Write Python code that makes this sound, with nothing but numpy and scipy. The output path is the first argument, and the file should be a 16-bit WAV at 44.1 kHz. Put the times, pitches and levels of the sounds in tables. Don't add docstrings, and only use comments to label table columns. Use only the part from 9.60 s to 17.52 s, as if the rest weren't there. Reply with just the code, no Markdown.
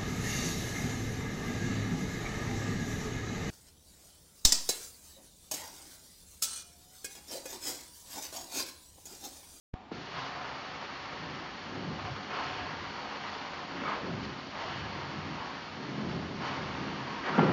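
import sys
import numpy as np
from scipy import signal
from scipy.fft import rfft, irfft
from scipy.io import wavfile

SR = 44100
rng = np.random.default_rng(int(sys.argv[2]) if len(sys.argv) > 2 else 0)


def bounce(signal):
    frames = np.transpose(np.atleast_2d(signal))
    limited = np.clip(frames, -1, 1)
    pcm = np.round(limited * 32767).astype(np.int16)
    wavfile.write(sys.argv[1], SR, pcm)


N = 349272
TIME = np.arange(N) / SR
FREQS = np.fft.rfftfreq(N, 1 / SR)


def from_db(db):
    return 10 ** (np.asarray(db) / 20)


def rms_one(x):
    return x / np.sqrt(np.mean(x ** 2) + 1e-20)


def together(*gains):
    return np.sqrt(sum(g ** 2 for g in gains))


def envelope(start, rise_s, end, release_s):
    return np.clip((TIME - start) / rise_s, 0, 1) * np.exp(-np.maximum(TIME - end, 0) / release_s)


def hump(peak_time, half_length):
    return np.exp(-.5 * ((TIME - peak_time) / half_length) ** 2)


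def low_cut(x, hz, order):
    return signal.sosfilt(signal.butter(order, hz, "high", fs=SR, output="sos"), x)


def bell(hz, width_hz):
    return 1 / (1 + (2 * (FREQS - hz) / width_hz) ** 2)


def coloured(x, spectrum, resonances=()):
    hz, level_db = np.transpose(spectrum)
    octaves = np.log2(FREQS + 1)
    octaves_outside = np.abs(octaves - np.clip(octaves, np.log2(hz[0]), np.log2(hz[-1])))
    shape_db = np.interp(octaves, np.log2(hz), level_db) - 20 * octaves_outside
    shape_db += sum(db * bell(f, width) for f, width, db in resonances)
    return rms_one(irfft(rfft(x) * from_db(shape_db), N))


def white():
    return rng.standard_normal(N)


def drift(rate_hz):
    return rms_one(irfft(rfft(white()) * bell(0, 2 * rate_hz), N))


def whistle(hz, width_hz):
    return rms_one(irfft(rfft(white()) * bell(hz, width_hz * np.sqrt(2)), N))


def grains(per_s, spread_db):
    sizes = from_db(spread_db * np.minimum(rng.exponential(1, N), 4))
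    signs = rng.choice([-1, 1], N)
    return rms_one(sizes * signs * (rng.random(N) < per_s / SR))


def swells(rows):
    return sum(whistle(hz, width) * from_db(db) * hump(s, half_length)
               for s, half_length, hz, width, db in rows)


def rung(clicks, modes):
    out = np.zeros(N)
    for k, (hz, db, t60) in enumerate(modes):
        decay, step = from_db(-60 / (t60 * SR)), 2 * np.pi * hz / SR
        feedback = [1, -2 * decay * np.cos(step), decay ** 2]
        out += (-1) ** k * from_db(db) * signal.lfilter([0, np.sin(step)], feedback, clicks + 1e-18)
    return out


# (frequency [Hz], level [dB])
DRONE_EQ = [(25, -20.5), (65, 2), (130, -9.5), (280, 1), (480, -10.5), (700, -5), (900, 0), (1100, -6),
            (1500, -13.5), (2500, -14), (4500, -21.5), (7000, -37.5)]
# (frequency [Hz], width [Hz], boost [dB])
MOTOR_PEAKS = [(217, 10, 4.1), (279.6, 14, 8.9), (720, 7.2, 8), (1190, 43, 3.8)]


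def far_machine(drone_db=-52, whine_db=-58, fade_db_per_s=0.6):
    whine = from_db(whine_db - fade_db_per_s * TIME) * whistle(hz=743, width_hz=30)
    return from_db(drone_db) * coloured(white(), DRONE_EQ, MOTOR_PEAKS) + whine


# (time [s], half-length [s], frequency [Hz], width [Hz], level [dB])
BOARD_SWELLS = [(0.36, 0.035, 230, 200, -45), (0.58, 0.05, 151, 50, -50), (1.72, 0.081, 150, 60, -55),
                (2.29, 0.032, 145, 70, -42), (2.46, 0.065, 134, 45.3, -45), (2.98, 0.041, 89.5, 50, -49),
                (4.54, 0.081, 184, 70, -42), (4.63, 0.068, 110, 70, -47), (5.22, 0.087, 141, 110, -46.5),
                (5.68, 0.08, 146, 45, -45), (6.51, 0.13, 188, 70, -39), (6.53, 0.051, 98, 45, -44),
                (7.05, 0.074, 88, 55, -47), (7.3, 0.17, 150, 50, -47), (7.88, 0.042, 151, 45, -33)]


def board_rumble(lowest_hz=58.4):
    return low_cut(swells(BOARD_SWELLS), lowest_hz, order=4)


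# (start [s], rise [s], end [s], judder [dB], boom [dB])
LIP_CATCHES = [(1.42, 0.33, 1.66, -45, -47), (2.02, 0.16, 2.2, -39.5, -48), (2.2, 0.1, 2.5, -47.5, -46.5),
               (2.7, 0.19, 3.28, -52, -51.5), (3.98, 0.27, 4.2, -40.5, -62), (4.35, 0.15, 4.56, -45, -47),
               (4.55, 0.1, 4.74, -46, -52), (5.03, 0.11, 5.4, -48, -45.5), (5.36, 0.15, 5.68, -46, -46),
               (6.08, 0.22, 6.4, -40, -52), (6.3, 0.16, 6.8, -42.5, -45.5), (6.85, 0.16, 7, -41.5, -44),
               (7.05, 0.17, 7.3, -41, -50), (7.66, 0.084, 8.7, -34, -55)]


def friction(slide_judder_db=-56, slide_boom_db=-58, heavier_db_per_s=1.0, boom_lag_s=0.038):
    weight = from_db(heavier_db_per_s * TIME)
    judder = [from_db(slide_judder_db) * weight]
    boom = [from_db(slide_boom_db) * np.sqrt(weight)]
    for start, rise_s, end, judder_db, boom_db in LIP_CATCHES:
        judder.append(from_db(judder_db) * envelope(start, rise_s, end, release_s=0.21))
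        boom.append(from_db(boom_db) * envelope(start, rise_s + boom_lag_s, end, release_s=0.13))
    return together(*judder), together(*boom)


# (frequency [Hz], level [dB])
JUDDER_EQ = [(100, -21), (150, -4.5), (185, 0), (215, 1.5), (280, -2), (380, -5), (500, -9), (800, -13),
             (1600, -25)]
# (frequency [Hz], level [dB])
BOOM_EQ = [(20, -21.5), (45, -25), (58, -23), (70, -6.5), (88, 0.5), (103, 1), (118, -7), (140, 5),
           (162, -5.5), (200, -15.5), (320, -28.5)]
# (frequency [Hz], width [Hz], gain [dB])
FLOOR_RESONANCES = [(58, 6.9, -11.5), (75, 7, 3.5), (100.9, 2.6, 9), (112, 16, -10.5), (131.4, 3.6, 12),
                    (137.8, 5.5, -10.5), (154.7, 15, 6), (173, 7.3, 3), (203, 2.2, 8.5), (213.1, 2.8, 6),
                    (231.6, 2.2, -9), (272.7, 10, 10.5), (322, 8, 0.5), (327, 21, 5), (375.4, 4.9, 9.5)]


def rubbing():
    judder_gain, boom_gain = friction()
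    slips = grains(per_s=420, spread_db=-2.5) + from_db(2.5) * white()
    judder = coloured(slips, JUDDER_EQ, FLOOR_RESONANCES) * judder_gain
    boom = coloured(white(), BOOM_EQ, FLOOR_RESONANCES) * boom_gain
    return from_db(-0.07) * judder + from_db(-0.5) * boom


# (time [s], thump [dB], clack [dB], hollow knock [dB])
HEAD_HITS = [(0.3149, -32.5, -37.5, -28.5), (2.311, -37, -50, -47), (4.443, -36.5, -46, -40),
             (4.484, -33, -48, -42), (4.531, -35.5, -53, -46), (6.44, -34.5, -50, -42),
             (6.485, -35, -50, -42), (6.545, -33, -46, -41), (7.7796, -14, -29, -31),
             (7.7838, -17, -22, -27), (7.7925, -39, -17.5, -31), (7.8126, -32, -30, -25),
             (7.8177, -26, -32, -22), (7.8313, -14.5, -31, -29), (7.8466, -36, -27.5, -22)]
# (frequency [Hz], level [dB], t60 [s])
THUMP_MODES = [(158, -9.5, 0.09), (222, 2.5, 0.028), (270, -7.5, 0.045), (374, -5, 0.044),
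               (543, -14.5, 0.03)]
# (frequency [Hz], level [dB], t60 [s])
STEEL_MODES = [(546, -8.5, 0.027), (810, 3, 0.017), (1120, -7, 0.032), (1373, -13.5, 0.44),
               (1410, -9, 0.04), (1620, -13, 0.02), (2100, -13, 0.028), (2900, -25, 0.0172)]
# (frequency [Hz], level [dB], t60 [s])
HOLLOW_MODES = [(309, -2.5, 0.046), (440, -5.5, 0.061)]
# (frequency [Hz], level [dB])
RATTLE_EQ = [(150, -11.5), (350, 6), (900, -1), (1500, 3), (2200, -15), (3200, -9), (6000, -52.5)]
# (frequency [Hz], level [dB], t60 [s])
ROOM_MODES = [(157.7, -15, 0.81), (219.4, -24, 0.86), (260, -15, 0.3), (371, -19, 0.66), (408, -24, 0.44)]
# (frequency [Hz], level [dB])
TAIL_EQ = [(70, -30), (110, -3), (150, 6), (250, -1.5), (310, -4), (400, -0.5), (480, -4), (900, -8.5),
           (1400, -17.5), (2200, -25.5), (4000, -39.5)]


def bumps(rattle_db=-5, rattle_t60=0.047, tail_db=-12.5, tail_t60=0.94, lowest_hz=120):
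    blows, clacks, knocks, rattle_gain, tail_power = np.zeros((5, N))
    for s, thump_db, clack_db, hollow_db in HEAD_HITS:
        at = round(s * SR)
        since = TIME[:N - at]
        cushioned = 1 - np.exp(-since / 0.0018)
        gathered = 1 - np.exp(-since / 0.015)
        blows[at], clacks[at], knocks[at] = from_db([thump_db, clack_db, hollow_db])
        rattle_gain[at:] += cushioned * from_db(clack_db + rattle_db - 60 * since / rattle_t60)
        tail_power[at:] += (gathered * from_db(thump_db + tail_db - 60 * since / tail_t60)) ** 2
    thump_band = signal.butter(2, [lowest_hz, 1800], "band", fs=SR, output="sos")
    thump = signal.sosfilt(thump_band, rung(blows, THUMP_MODES))
    rattle = rattle_gain * coloured(white(), RATTLE_EQ, WAND_RESONANCES)
    head = rung(clacks, STEEL_MODES) + rung(knocks, HOLLOW_MODES) + rattle
    room = rung(blows, ROOM_MODES) + np.sqrt(tail_power) * coloured(white(), TAIL_EQ)
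    return thump + low_cut(head + room, lowest_hz, order=2)


# (time [s], position [m])
HEAD_PATH = [(0.5, 0.67), (1.0, 0.61), (1.8, 0.025), (2.0, 0.2), (2.45, 0.86), (2.8, 0.56), (3.6, 0.052),
             (4.1, 0.016), (4.65, 0.78), (5.0, 0.58), (5.7, 0.06), (6.0, 0.015), (6.55, 0.76), (6.85, 0.65),
             (7.5, 0.051), (7.9, 0.18)]
# (delay [ms], delay change with position [ms/m], level [dB])
EARLY_ECHOES = [(2.2, 0.19, -26), (3.9, 1.28, -24), (5.2, 0.5, -23), (6.3, 0.725, -21), (8.4, -1.31, -20.5),
                (10.9, -1, -26), (13.7, 1.64, -17), (18.3, -1.8, -19.5)]


def near_walls(x, oversample=4):
    position = np.interp(TIME, *np.transpose(HEAD_PATH))
    fine = signal.resample_poly(x, oversample, 1)
    fine_time = np.arange(len(fine)) / (oversample * SR)
    out, power = x.copy(), 1
    for delay_ms, ms_per_m, db in EARLY_ECHOES:
        delay_s = (delay_ms + ms_per_m * position) / 1000
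        out += from_db(db) * np.interp(TIME - delay_s, fine_time, fine)
        power += from_db(db) ** 2
    return out / np.sqrt(power)


# (time [s], half-length [s], frequency [Hz], width [Hz], level [dB])
AIR_AND_WHINE_SWELLS = [(0.605, 0.03, 1020, 250, -42), (0.6, 0.04, 3600, 700, -50),
                        (0.84, 0.11, 1210, 550, -46), (0.75, 0.11, 727, 49.4, -49.5),
                        (1.65, 0.23, 1840, 129, -54), (2.455, 0.038, 736, 35, -45.5),
                        (2.8, 0.041, 1080, 450, -38.5), (2.88, 0.16, 732, 23.9, -47),
                        (2.95, 0.18, 1650, 60.6, -51), (2.92, 0.11, 2840, 700, -47.5),
                        (3.66, 0.23, 790, 111, -50), (3.68, 0.11, 1161, 130, -50.5),
                        (4.28, 0.019, 1244, 70, -36), (4.29, 0.031, 2250, 80, -47),
                        (4.327, 0.014, 1060, 400, -35), (4.4, 0.11, 523, 300, -44),
                        (5.03, 0.069, 840, 328, -43.5), (5.15, 0.069, 2950, 398, -49),
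                        (5.2, 0.06, 1520, 798, -46.5), (5.86, 0.053, 990, 220, -44),
                        (6.84, 0.028, 1150, 503, -47), (7.68, 0.031, 1837, 700, -39),
                        (7.765, 0.022, 1370, 250, -37.5)]


def gulps_and_whine():
    return swells(AIR_AND_WHINE_SWELLS)


# (start [s], end [s], draught [dB], opening surge [dB], spray [dB], tube note [dB])
PULL_STROKES = [(0.506, 1.866, -46.5, -44, -56, -68.5), (2.674, 4.01, -43, -38, -52, -54),
                (4.926, 5.953, -45.5, -44, -49, -50), (6.795, 7.61, -42.5, -38, -49, -50)]
# (time [s], rise [s], fall [s], level [dB])
TIP_SLURPS = [(0.575, 0.02, 0.04, -42), (0.85, 0.05, 0.08, -50), (1.225, 0.015, 0.062, -42),
              (2.392, 0.015, 0.03, -39.5), (2.456, 0.016, 0.028, -39), (2.565, 0.012, 0.064, -40),
              (4.29, 0.12, 0.14, -34.5), (7.5, 0.012, 0.029, -41), (7.66, 0.019, 0.92, -33)]
# (time [s], half-length [s], level [dB])
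WATER_SPITS = [(0.602, 0.027, -47), (0.67, 0.025, -49), (2.451, 0.077, -52.5), (2.87, 0.095, -50),
               (3.72, 0.11, -52.5), (4.645, 0.02, -48.5), (5.173, 0.053, -52.5), (6.528, 0.025, -54),
               (6.863, 0.03, -50), (7.667, 0.019, -54), (7.735, 0.02, -53)]
SLOT_OPENS_S = 0.309


def lip_leak(roar_db=-44, hiss_db=-50, builds_s=0.18, pause_db=-3, pause_s=0.044):
    still_closed = np.clip(1 - (TIME - SLOT_OPENS_S) / builds_s, 0, 1)
    flow = from_db(-3.5 * still_closed)
    halted = sum(hump(start - pause_s, pause_s) for start, *_ in PULL_STROKES)
    return from_db(roar_db + pause_db * halted) * flow ** 2, from_db(hiss_db) * np.sqrt(flow)


def airflow(seal_s=0.039, spray_lag_s=0.055, drying_db_per_s=1.2):
    leak_roar, leak_hiss = lip_leak()
    roar, hiss, note = [leak_roar], [leak_hiss], []
    spray_rise_s = seal_s + spray_lag_s
    for start, end, draught_db, surge_db, spray_db, note_db in PULL_STROKES:
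        sealed = envelope(start, seal_s, end, release_s=0.036)
        draught = sealed * from_db(draught_db - drying_db_per_s * (TIME - start))
        surge = from_db(surge_db) * envelope(start, seal_s, start + 2 * seal_s, release_s=0.25)
        spray = from_db(spray_db) * envelope(start, spray_rise_s, start + spray_rise_s, release_s=0.16)
        roar += [draught, surge]
        hiss += [from_db(-10) * draught, spray]
        note.append(from_db(note_db) * sealed)
    for s, rise_s, fall_s, db in TIP_SLURPS:
        slurp = from_db(db) * np.exp(-np.maximum((s - TIME) / rise_s, (TIME - s) / fall_s))
        roar.append(slurp)
        hiss.append(from_db(-16) * slurp)
    hiss += [from_db(db) * hump(s, half_length) for s, half_length, db in WATER_SPITS]
    return together(*roar), together(*hiss), together(*note)


# (frequency [Hz], level [dB])
ROAR_EQ = [(200, -23.5), (400, -3), (620, -2), (800, -1.5), (1050, 0.5), (1450, -3), (2100, -6),
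           (2600, -8.5), (3500, -17), (6000, -53)]
# (frequency [Hz], level [dB])
HISS_EQ = [(900, -2.5), (2000, 2.5), (2900, 3), (3800, -1.5), (4400, -0.5), (5000, -4), (5500, -5),
           (6300, -12.5), (7100, -19), (7500, -40.5)]
# (frequency [Hz], width [Hz], gain [dB])
WAND_RESONANCES = [(460, 93, -2), (579, 36, 2.5), (635, 45, -1.5), (735, 35, -1), (886, 35, -2),
                   (923, 24, 1.5), (990, 30, -2), (1064, 72, 2), (1240, 40, 2), (1590, 45, 1),
                   (2340, 34, 2), (2333, 50, -1.5), (2540, 530, -2.5), (2890, 110, 2)]
# (frequency [Hz], width [Hz], level against the hiss envelope [dB])
SLOT_TONES = [(4280, 150, -14), (4566, 160, -13)]


def suction():
    roar_gain, hiss_gain, note_gain = airflow()
    spurts = drift(rate_hz=33)
    droplets = grains(per_s=2200, spread_db=3.5)
    roar = coloured(white() + from_db(-3) * droplets, ROAR_EQ, WAND_RESONANCES)
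    roar *= roar_gain * from_db(-2 + 0.55 * spurts)
    hiss = coloured(white() + from_db(-16) * droplets, HISS_EQ, WAND_RESONANCES)
    hiss *= hiss_gain * from_db(0.6 + 0.5 * spurts)
    tube = rms_one(whistle(hz=925, width_hz=77)
                   + from_db(-0.5) * whistle(hz=1075, width_hz=140)
                   + from_db(-8.5) * whistle(hz=800, width_hz=45))
    tube *= note_gain * from_db(1.5 * spurts)
    slot = hiss_gain * sum(from_db(db) * whistle(hz, width) for hz, width, db in SLOT_TONES)
    return roar + hiss + tube + slot


def scene():
    machine = far_machine()
    opened = np.clip((TIME - SLOT_OPENS_S) / 0.016, 0, 1)
    cleaning = near_walls(suction()) + gulps_and_whine() + rubbing() + board_rumble()
    return (machine + opened * cleaning + bumps())[None]


def record(dry, on_s=0.136, pop_at_s=0.1402, high_cut_hz=7440):
    from_pop = np.abs(TIME - pop_at_s)
    pop = from_db(-20.5) * np.exp(-from_pop / 0.0015)
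    tick = from_db(-32) * np.exp(-from_pop / 0.0001)
    live = dry * (TIME > on_s) + low_cut(pop + tick, hz=60, order=1)
    return signal.sosfilt(signal.ellip(12, .1, 80, high_cut_hz, fs=SR, output="sos"), live)


dry = scene()
out = record(dry)
bounce(out)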